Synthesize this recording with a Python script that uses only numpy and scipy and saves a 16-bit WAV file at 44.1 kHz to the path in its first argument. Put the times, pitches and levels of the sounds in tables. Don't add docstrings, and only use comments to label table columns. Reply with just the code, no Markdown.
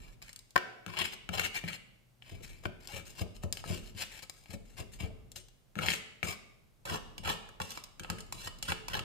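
import sys
import numpy as np
from scipy import signal
from scipy.fft import rfft, irfft
from scipy.io import wavfile
from scipy.ndimage import uniform_filter1d

SR = 44100
rng = np.random.default_rng(int(sys.argv[2]) if len(sys.argv) > 2 else 0)


def wrap_up_sound(samples):
    columns = np.atleast_2d(samples).T
    tamed = np.clip(columns, -1, 1)
    steps = np.round(tamed * 32767).astype(np.int16)
    wavfile.write(sys.argv[1], SR, steps)


N = 398647


def gain_of(db):
    return 10 ** (np.asarray(db) / 20)


def evened(x):
    return x / np.sqrt(np.mean(x ** 2) + 1e-20)


def read(points, at):
    x, value = np.transpose(points)
    return np.interp(np.log(at + 1), np.log(x + 1), value)


def curve(rows):
    s, value = np.transpose(rows)
    return np.interp(np.arange(N) / SR, s, value)


# (frequency [Hz], relative density [dB per Hz])
TONE_SPECTRUM = [(32, -37.5), (55, -15.5), (93, -13), (127, 0), (150, -12), (247, -15.5), (266, -20),
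                 (584, -19), (919, -24.5), (15000, -34), (16500, -50)]
# (frequency [Hz], correlation [0 to 1])
TONE_LIKENESS = [(60, 0.63), (380, 0.23), (2380, 0.09), (15000, 0.67)]
# (time [s], level [dB])
RUMBLE_LEVEL = [(0, -48), (.68, -79), (1.31, -56), (2.16, -72.5), (2.39, -47), (2.82, -60), (3.83, -47.5),
                (4.28, -65.5), (5.11, -46.5), (5.61, -68.5), (6.8, -66), (6.97, -50.5), (7.93, -63),
                (8.06, -53.5), (9.04, -49)]
# (time [s], level [dB])
HUM_LEVEL = [(0, -71), (.5, -72.5), (2.3, -69.5), (3., -84.5), (9.04, -81)]
TONE_DB, HUM_HZ = -71, 120


def floor():
    hz = np.fft.rfftfreq(N, 1 / SR)
    a, b, low = rfft(rng.standard_normal((3, N)))
    same = np.clip(read(TONE_LIKENESS, hz), 0, 1)
    left_right = np.array([a, same * a + np.sqrt(1 - same ** 2) * b])
    tone = irfft(left_right * gain_of(read(TONE_SPECTRUM, hz)), N)
    rumble_shape = np.exp(-((hz - 35.) / 10.) ** 2) + 0.29 / (1 + (hz / 143.0) ** 2)
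    rumble = irfft(np.array([0.22 * low + a, 0.085 * low + b]) * rumble_shape, N)
    hum = np.sqrt(2) * np.sin(2 * np.pi * HUM_HZ * np.arange(N) / SR)
    out = gain_of(TONE_DB) * evened(tone)
    out = out + gain_of(curve(RUMBLE_LEVEL)) * evened(rumble)
    return out + gain_of(curve(HUM_LEVEL)) * hum


def slips(per_s, spread_db, smooth):
    clumps = gain_of(2.59 * evened(uniform_filter1d(rng.standard_normal(N), 350)))
    size = gain_of(spread_db * np.minimum(rng.exponential(1, N), 4)) * rng.choice([-1., 1.], N)
    jolts = size * (rng.random(N) < per_s / SR)
    return evened(clumps * (evened(jolts) + smooth * rng.standard_normal(N)))


# (start time [s], swell [s], fade [s], peak grit drive [dB],
# entry level relative to that peak [dB], blade rasp to grit [dB], board face to grit [dB])
STROKES = [(0.0, 0.14, 0.016, -71.5, 2.5, 0.5, -1.5), (.22, 0.084, 0.033, -69.5, 9, 0, -9.5),
           (0.876, 0.088, 0.01, -60.5, -4, 5.5, 7.5), (0.967, 0.052, 0.028, -48, -5, 11, -2.5),
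           (1.04, 0.032, 0.035, -50, 4, 4, -27), (1.104, 0.032, 0.016, -49.5, -22, 3, -6.5),
           (1.305, 0.043, 0.031, -43, -32, 3.5, 4), (1.374, 0.025, 0.036, -44, -4, 6, 1.5),
           (1.426, 0.029, 0.034, -42.5, -8, 4, -14.5), (1.5, 0.055, 0.062, -44, -46, 2.5, -23),
           (1.638, 0.005, 0.11, -60.5, 5, 6.5, -1), (1.677, 0.024, 0.052, -58, 7, 7, -10),
           (1.72, 0.025, 0.026, -49.5, -13, 2.5, -12), (2.217, 0.078, 0.18, -65.5, -13, 3.5, -5),
           (2.42, 0.018, 0.062, -54, -15, -3, -37), (2.49, 0.0032, 0.16, -64, -9, 0, -26),
           (2.619, 0.023, 0.06, -63, -30, 4, 6), (2.801, 0.056, 0.016, -62, -7, -1, -10),
           (2.884, 0.093, 0.052, -54, -7, 0.5, -2.5), (3.052, 0.039, .1, -60, 3, -6.5, -12),
           (3.15, 0.067, 0.025, -50, -19, -2.5, -2), (3.344, 0.011, 0.032, -59.5, -9, -7, -10),
           (3.419, 0.016, 0.027, -60.5, -8, 1, -5), (3.535, 0.067, 0.018, -60.5, -13, -1, -8),
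           (3.646, 0.058, 0.14, -50, -14.5, -1, -5), (3.829, 0.041, 0.06, -59.5, -13, -1.5, -8),
           (3.948, 0.066, 0.059, -44, -19, -1, -13.5), (4.079, 0.1, 0.047, -54.5, -13.5, 1, -21),
           (4.221, 0.0078, 0.03, -50.5, -8, -4.5, -5), (4.334, 0.11, 0.014, -70, -2, -9, -7),
           (4.441, 0.091, 0.029, -53, -33, -1, -3), (4.65, 0.052, 0.22, -70, -5.5, -4, -12),
           (4.767, 0.031, 0.047, -54.5, -8, 0, 2), (4.918, 0.023, 0.066, -60.5, -5, -8.5, -29),
           (4.986, 0.021, 0.082, -53, -17, 2.5, 0), (5.353, 0.0058, 0.053, -50.5, -19, -8.5, -21.5),
           (5.76, 0.073, 0.061, -45.5, -29, 6, 7.5), (5.858, 0.045, 0.088, -41, -7.5, 0.5, -22),
           (6.23, 0.086, 0.048, -48, -1.5, -3, -3), (6.852, 0.11, 0.02, -47.5, -6.5, 3, 7),
           (7.231, 0.069, 0.072, -43, -12, 4, 6.5), (7.606, 0.18, 0.05, -60, 5, -4, -11),
           (7.837, 0.0033, 0.025, -60, -6, -5, -11), (8.006, 0.12, 0.013, -71, -11, 10, 17),
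           (8.127, 0.077, .012, -83, -7, 12, 20), (8.329, 0.15, 0.0079, -49, -14, -3, -7),
           (8.648, 0.033, 0.015, -59, 2, 4, -5), (8.68, 0.027, 0.033, -48, 1, 1.5, 7),
           (8.898, 0.025, .012, -52.5, -1, -1, 7.5), (8.931, 0.0099, 0.058, -42.5, -8.5, 6.5, 8)]
LAND_S, LIFT_S = 0.0017, .007
FADE_DB, FADE_BEND = -23.5, 1.265


def strokes():
    gains = np.zeros((3, N + SR))
    for start, swell, fade, db, entry_db, blade_db, board_db in STROKES:
        t = np.arange(0, swell + fade + LIFT_S, 1 / SR)
        swell_db = entry_db * (1 - t / swell)
        sink_db = FADE_DB * (abs(t - swell) / fade) ** FADE_BEND
        shape_db = np.where(t < swell, swell_db, sink_db)
        touch = np.clip(np.minimum(t / LAND_S, (t[-1] - t) / LIFT_S), 0, 1)
        body_db = np.array([[board_db], [blade_db], [0]])
        gains[:, round(start * SR):][:, :len(t)] += touch * gain_of(db + shape_db + body_db)
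    return gains[:, :N]


# (time [s], level relative to the grit [dB])
LOOSE = [(0, -17), (7.5, -8), (7.62, -3.5), (9.04, -1)]


def contact_gains(weight):
    board, blade, edge = strokes() + skids()
    panel = gain_of(-16.5) * weight + gain_of(-8.0) * board
    return np.array([panel, board, blade, edge, gain_of(curve(LOOSE)) * edge])


def ring(modes, shift=0.064, uneven_db=2.0, turn=0.95):
    t = np.arange(SR // 3) / SR
    out = np.zeros((2, len(t)))
    for hz, db, t60 in modes:
        decay_db = db - 60 * t / t60 + uneven_db * rng.standard_normal((2, 1))
        phase = 2 * np.pi * hz * rng.normal(1, shift) * t + rng.normal(0, turn, (2, 1))
        out += gain_of(decay_db) / np.sqrt(t60) * np.sin(phase)
    out = out * (1 - np.exp(-t / 0.00044))
    return out / np.linalg.norm(out, axis=1, keepdims=True)


def crack(spectrum):
    level_db = read(spectrum, abs(np.fft.fftfreq(4096, 1 / SR)))
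    log_gain = np.log(gain_of(np.maximum(level_db, -80)))
    pulse = np.fft.ifft(np.exp(np.conj(signal.hilbert(log_gain)))).real[:2048]
    return pulse / np.linalg.norm(pulse)


# (nominal frequency [Hz], relative level [dB], t60 [s])
PANEL = [(279.4, -10.5, 0.031), (394, -1, 0.24), (463, -0.5, 0.061), (544, 0, 0.046), (652, -1.5, 0.051)]
BOARD = [(752, 1, 0.012), (1035, -4, 0.011), (1052, -9.5, 0.04), (1203, 3, 0.033), (1470, 1.5, 0.0016),
         (1788, -0.5, 0.013), (1387, 4, 0.011)]
BLADE = [(1860, -14.5, 0.01), (2260, 7, 0.023), (2395, 5, 0.009), (2638, 3, 0.01), (2860, 9, 0.013),
         (3300, -2.5, 0.012)]
STEEL = [(2027., -4, .1), (2988., 4, .5), (3350., -4, .09), (4221., -3, .1), (5281., 0, .2),
         (5650., -4, .12), (6600., -6, .1), (7400., -5, .07), (8737., -1, .25), (9900., -8, .08)]
# (frequency [Hz], relative density [dB per Hz])
GRIT = [(1940, -64.5), (3300, -3), (4900, 4), (6020, 2.5), (7340, 2.5), (10600, -6.5), (15200, -7.5),
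        (16000, -55)]


def bodies():
    scatter = rng.standard_normal((2, 300)) * .18 * np.exp(-np.arange(300) / 40)
    scatter[:, 0] = 1
    grit = signal.fftconvolve(crack(GRIT)[None], scatter, axes=1)
    grit /= np.linalg.norm(grit, axis=1, keepdims=True)
    steel = ring(STEEL, .001, 2.)
    return [ring(PANEL), ring(BOARD), ring(BLADE), grit, steel]


# (time [s], frequency [Hz])
FLEX = [(0.9, 2460), (1.0, 3000), (1.05, 2540), (1.09, 2870), (1.35, 2700), (1.42, 2760), (1.47, 2500),
        (1.65, 2285), (1.75, 2670), (2.3, 2600), (2.47, 2280), (3.75, 2800), (4.0, 2700), (4.06, 2320),
        (5.84, 2670), (5.95, 2250), (6.4, 2350), (6.9, 2834), (9.04, 3230)]
HIT_HOLD_S = 0.017


def blade_pitch():
    hz = curve(FLEX)
    for s, *_, hit_hz in HITS:
        hz[round(s * SR):][:round(HIT_HOLD_S * SR)] = hit_hz
    return hz


BLADE_GLIDE, STEEL_GLIDE = .025, .06
GLIDE_S, SING_T60 = .12, .07
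SWAP_DB = 5
FOCUS_DB_PER_OCTAVE = 28.5


def gliding(drive, modes, glide, centre_hz=None):
    at, step = np.arange(N), 500
    noise = rng.standard_normal((len(modes), 3, N // step + 2))
    smooth = uniform_filter1d(noise, round(GLIDE_S * SR / step), axis=2)
    slow = [[np.interp(at / step, np.arange(len(v)), evened(v)) for v in mode] for mode in smooth]
    share = []
    for (hz, db, _), (_, _, swap) in zip(modes, slow):
        if centre_hz is None:
            change_db = SWAP_DB * swap
        else:
            change_db = -FOCUS_DB_PER_OCTAVE * abs(np.log2(hz / centre_hz))
        share.append(gain_of(db + change_db))
    share = np.array(share)
    share /= np.linalg.norm(share, axis=0)
    out = np.zeros((2, N))
    for (hz, _, t60), part, (drift, lead, _) in zip(modes, share, slow):
        turn = np.exp(2j * np.pi * np.cumsum(hz * (1 + glide * drift)) / SR)
        r = gain_of(-60 / t60 / SR)
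        envelope = signal.lfilter([1], [1, -r], part * drive / turn)
        z = np.sqrt(2 * (1 - r * r)) * turn * envelope
        out += [z.imag, (z * np.exp(0.8j * lead)).imag]
    return out


# (nominal frequency [Hz], relative level [dB], t60 [s])
WALL = [(86, 0, .1), (95, -1.5, 0.1), (114, -6, 0.074), (160.4, -12, 0.042), (176.4, -4, 0.1),
        (205.3, -5.5, 0.19)]
DRAG_DB = -2.5


def dragged_wall(board):
    response = ring(WALL, 0.0082, 0.93, 0.85)
    return gain_of(DRAG_DB) * signal.oaconvolve(board[None], response, axes=1)[:, :N]


# (time [s], drive level [dB],
# board face relative to it [dB], grit relative to it [dB], pitch of the knock [Hz])
HITS = [(0.2185, -44, -11, -2, 2200), (0.2244, -43, -6, 6, 2420), (0.2927, -42.5, -23, 2, 2070),
        (0.33, -53, -18, 16, 4500), (0.361, -49.5, -29, 17.5, 4100), (0.391, -52.5, -22, 15.5, 3820),
        (0.5068, -64, -18, 21.5, 4030), (0.558, -20, -3.5, -13, 1200), (0.5619, -12, -2, -11, 1430),
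        (0.578, -22, -8, -9.5, 1860), (0.8635, -36.5, 0, -0.5, 2680), (0.9886, -31.5, -3, 7, 3250),
        (1.2907, -31, -3.5, -5.5, 2640), (1.3962, -17, -22, -6, 1470), (1.6396, -37, -10, -16, 2240),
        (2.223, -42.5, -29, -26, 2900), (2.6551, -28, -1, -13, 2280), (2.8736, -42.5, -12, 10.5, 3820),
        (3.436, -34.5, -6, -1.5, 1080), (3.5257, -37, -23, 18, 2590), (3.5717, -33, -18, -2.5, 2900),
        (3.6403, -35.5, -0.5, -12, 1070), (3.6987, -43, 4.5, -9, 2290), (4.297, -41, -4.5, 11, 2040),
        (4.4584, -50, -6, -5, 2420), (5.3177, -53, -17.5, 15.5, 3880), (5.3589, -44.5, -19.5, -4, 2940),
        (5.485, -57, -12.5, 9, 4260), (5.7552, -41.5, 2, -3.5, 2620), (5.7892, -27, -1, -10, 2100),
        (5.885, -14, -30, -24, 2380), (5.903, -25, -17, -4, 2400), (5.9187, -23, -32, -15, 2860),
        (5.9363, -25.5, -27, 0, 2560), (6.2298, -22, -7.5, -15, 2150), (6.855, -37.5, -0.5, 3.5, 2735),
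        (7.181, -34, -6.5, 1.5, 2953), (7.4903, -47, 5, 3, 1240), (7.6017, -30, 3, -3.5, 1480),
        (7.6172, -29, -9, 2.5, 3200), (7.7062, -45.5, -13, 18, 4000), (7.775, -29, -9.5, -3, 1220),
        (7.839, -46.5, -30, 15, 4000), (7.9966, -31, -18, 0, 1520), (8.035, -38.5, -5, 1, 2720),
        (8.0471, -34.5, 1.5, -13, 2750), (8.101, -28.5, 3.5, 6, 2620), (8.1856, -38, -13, -4, 2090),
        (8.206, -51.5, -9, 19.5, 3020), (8.266, -67, -18, 18, 4000), (8.325, -22, -32, -3, 1120),
        (8.4742, -32, -0.5, -6, 1210), (8.587, -51.5, -17, 9.5, 1250), (8.6271, -30.5, -12, 8.5, 3240),
        (8.7208, -23, 0.5, -5, 2700), (8.8837, -22, -16, -4.5, 1050), (8.993, -27, -4.5, -4, 3000)]
BLADE_HZ, BLADE_DB_PER_OCTAVE = 2000, 10


def blows(rings):
    drive, t = np.zeros((5, N + 512)), np.arange(512)
    shape = (len(HITS), 512)
    chatter = rng.standard_normal(shape) * (rng.random(shape) < .06) * 0.22 * np.exp(-t / 150.0)
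    chatter[:, 0] = 1
    peaks = np.array([abs(r).max() for r in rings])
    for (s, db, board_db, grit_db, hz), jolt in zip(HITS, chatter):
        blade_db = BLADE_DB_PER_OCTAVE * min(np.log2(hz / BLADE_HZ), 0) - 6.0
        size = gain_of(db + np.array([board_db - 15.0, board_db, blade_db, grit_db])) / peaks[:4]
        drive[:4, round(s * SR):][:, :512] += size[:, None] * jolt
    return drive[:, :N]


def knocks(t60):
    out, t = np.zeros(N + 2000), np.arange(2000) / SR
    for s, db, *_, hz in HITS:
        decay = gain_of(db - 4.0 - 60 * t / t60) * (1 - np.exp(-t / 0.00032))
        out[round(s * SR):][:2000] += decay * np.sin(2 * np.pi * hz * t)
    return out[:N]


SCUFF_DB, SCUFF_DB_PER_S = -24.5, -1500
SCUFF_BLADE_DB, SCUFF_BOARD_DB = -3.5, -7


def skids():
    gains = np.zeros((3, N + SR))
    t = np.arange(SR // 20) / SR
    body_db = np.array([[SCUFF_BOARD_DB], [SCUFF_BLADE_DB], [0]])
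    skid = np.minimum(t / LAND_S, 1) * gain_of(SCUFF_DB + SCUFF_DB_PER_S * t + body_db)
    for s, db, _, grit_db, _ in HITS:
        gains[:, round(s * SR):][:, :len(t)] += gain_of(db + grit_db) * skid
    return gains[:, :N]


# (time [s], drive level [dB])
RINGS = [(0.294, -52), (1.144, -59), (3.353, -55), (5.398, -52.5), (5.959, -45), (7.181, -47), (7.619, -55),
         (7.788, -57), (8.104, -59), (8.184, -47), (8.63, -39), (8.995, -52)]


def springs(steel):
    drive = np.zeros(N)
    for s, db in RINGS:
        drive[round(s * SR)] += gain_of(db) / abs(steel).max()
    return drive


# (time [s], drive level [dB])
PUSH = [(0.569, -58), (0.861, -38), (0.998, -39.5), (1.285, -32.5), (1.359, -41), (1.439, -41),
        (1.631, -33.5), (2.312, -37.5), (2.4, -45), (2.649, -29), (2.928, -37), (2.978, -38), (3.206, -25),
        (3.432, -26.5), (3.65, -36), (3.695, -23.5), (3.759, -54), (3.942, -39.5), (4.486, -41.5),
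        (4.53, -33), (4.794, -32), (4.998, -34.5), (5.025, -27.5), (5.091, -55), (5.353, -46.5),
        (5.756, -31.5), (5.787, -33), (5.881, -33.5), (6.228, -29.5), (6.871, -49), (6.908, -31),
        (7.186, -42), (7.266, -49), (7.299, -50), (7.601, -32.5), (7.999, -39.5), (8.093, -28.5),
        (8.173, -43.5), (8.336, -44), (8.451, -45.5), (8.622, -42), (8.689, -46), (8.885, -59),
        (8.945, -40), (8.999, -34.5)]
# (time [s], mode tilt [dB per octave])
WALL_TILT = [(0, 5), (2.1, -2.5), (2.4, -4.5), (5.4, -2.5), (5.7, 11.5), (6.4, -6), (6.8, 5), (9.04, -11)]


def thuds(rise_s=0.0076, fall_s=0.031):
    t = np.arange(SR // 6) / SR
    shove = (1 - np.exp(-t / rise_s)) * np.exp(-t / fall_s)
    out, weight = np.zeros((2, N + SR)), np.zeros(N + SR)
    tilt = curve(WALL_TILT)
    for s, db in PUSH:
        at = round(s * SR)
        modes = [(hz, mode_db + tilt[at] * np.log2(hz), t60) for hz, mode_db, t60 in WALL]
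        push = shove * rng.normal(0, 1, (1, len(t)))
        push[0, round(rise_s * SR)] += 25.
        thud = signal.fftconvolve(ring(modes, 0.036, 2.6, 0.68), push, axes=1)
        out[:, at:][:, :thud.shape[1]] += gain_of(db) * thud / abs(thud.mean(0)).max()
        weight[at:][:len(t)] += gain_of(db) * shove
    return out[:, :N], weight[:N]


def placed(x, lag_ms, pan_db):
    late = np.clip(np.arange(N) - np.round(lag_ms * SR / 1000).astype(int), 0, N - 1)
    return np.array([x[0] * gain_of(pan_db / 2), x[1, late] / gain_of(pan_db / 2)])


# (start time [s], lag of the right channel [ms], left louder by [dB])
PLACES = [(0, 0.53, 3.5), (.52, 0.57, 11.5), (2.098, 0.0042, 11), (5.6, .4, 9.5), (6.701, -0.77, 0.5)]
# (lag of the right channel [ms], left louder by [dB])
WALL_PLACE = (0.5, 0.69)
SPOTS, SPOT_SAMPLES = 6, 1500
WALL_CUT_HZ = 85
WALL_WET_DB = -1


def knife():
    wall, weight = thuds()
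    rough = slips(per_s=2500., spread_db=3.5, smooth=0.55)
    panel, board, blade, edge, loose = rough * contact_gains(weight)
    wall = wall + dragged_wall(board)
    wall = signal.sosfilt(signal.butter(2, WALL_CUT_HZ, "high", fs=SR, output="sos"), wall)
    force = np.array([panel, board, blade, edge, np.zeros(N)])
    spot = np.repeat(rng.integers(0, SPOTS, N // SPOT_SAMPLES + 1), SPOT_SAMPLES)[:N]
    near, on_blade = knocks(t60=.007), np.zeros(N)
    for k in range(SPOTS):
        rings = bodies()
        drive = force + blows(rings)
        drive[4] += springs(rings[4])
        drive *= spot == k
        on_blade += drive[2]
        for i in (0, 1, 3, 4):
            near = near + signal.oaconvolve(drive[i][None], rings[i], axes=1)[:, :N]
    near = near + gliding(on_blade, BLADE, BLADE_GLIDE, blade_pitch())
    damped_steel = [(hz, db, SING_T60) for hz, db, _ in STEEL]
    near = near + gliding(loose, damped_steel, STEEL_GLIDE)
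    s, lag_ms, pan_db = np.transpose(PLACES)
    now = np.searchsorted(s, np.arange(N) / SR, side="right") - 1
    direct = placed(wall, *WALL_PLACE) + placed(near, lag_ms[now], pan_db[now])
    radiated = (gain_of(WALL_WET_DB) * wall + near).mean(0)
    return direct, radiated


# (frequency [Hz], t60 [s])
ROOM_DECAY = [(60, 0.28), (160, 0.88), (420, 1), (1100, 0.72), (2900, 0.75), (7700, 0.58), (16000, 0.26)]


def room(x, early_db, late_db):
    early = np.zeros((2, 1400))
    at = rng.integers(30, 1400, (2, 14))
    np.put_along_axis(early, at, rng.choice([-1., 1.], at.shape) * np.exp(-at / 232.0), 1)
    taps = np.zeros((2, SR))
    at = np.arange(400, SR - 20, 20) + rng.integers(0, 20, (2, (SR - 401) // 20))
    np.put_along_axis(taps, at, rng.choice([-1., 1.], at.shape), 1)
    hz, t, z = signal.stft(taps, SR, nperseg=256)
    decay = gain_of(-60 * t / read(ROOM_DECAY, hz)[:, None])
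    tail = signal.istft(z * decay, SR, nperseg=256)[1]
    tail *= gain_of(late_db) / np.linalg.norm(tail[0])
    tail[:, :1400] += gain_of(early_db) * early / np.linalg.norm(early, axis=1, keepdims=True)
    return signal.fftconvolve(x[None], tail, axes=1)[:, :N]


def scene():
    direct, radiated = knife()
    return gain_of(0.5) * direct + room(radiated, early_db=0.5, late_db=-7.5) + floor()


TREBLE_LIMIT_HZ = 16000


def record(dry):
    thinned = signal.sosfilt(signal.butter(2, 28, "high", fs=SR, output="sos"), dry)
    low_pass = signal.firwin(201, TREBLE_LIMIT_HZ, window=("kaiser", 10), fs=SR)
    return signal.oaconvolve(thinned, low_pass[None], "same")


dry = scene()
out = record(dry)
wrap_up_sound(out)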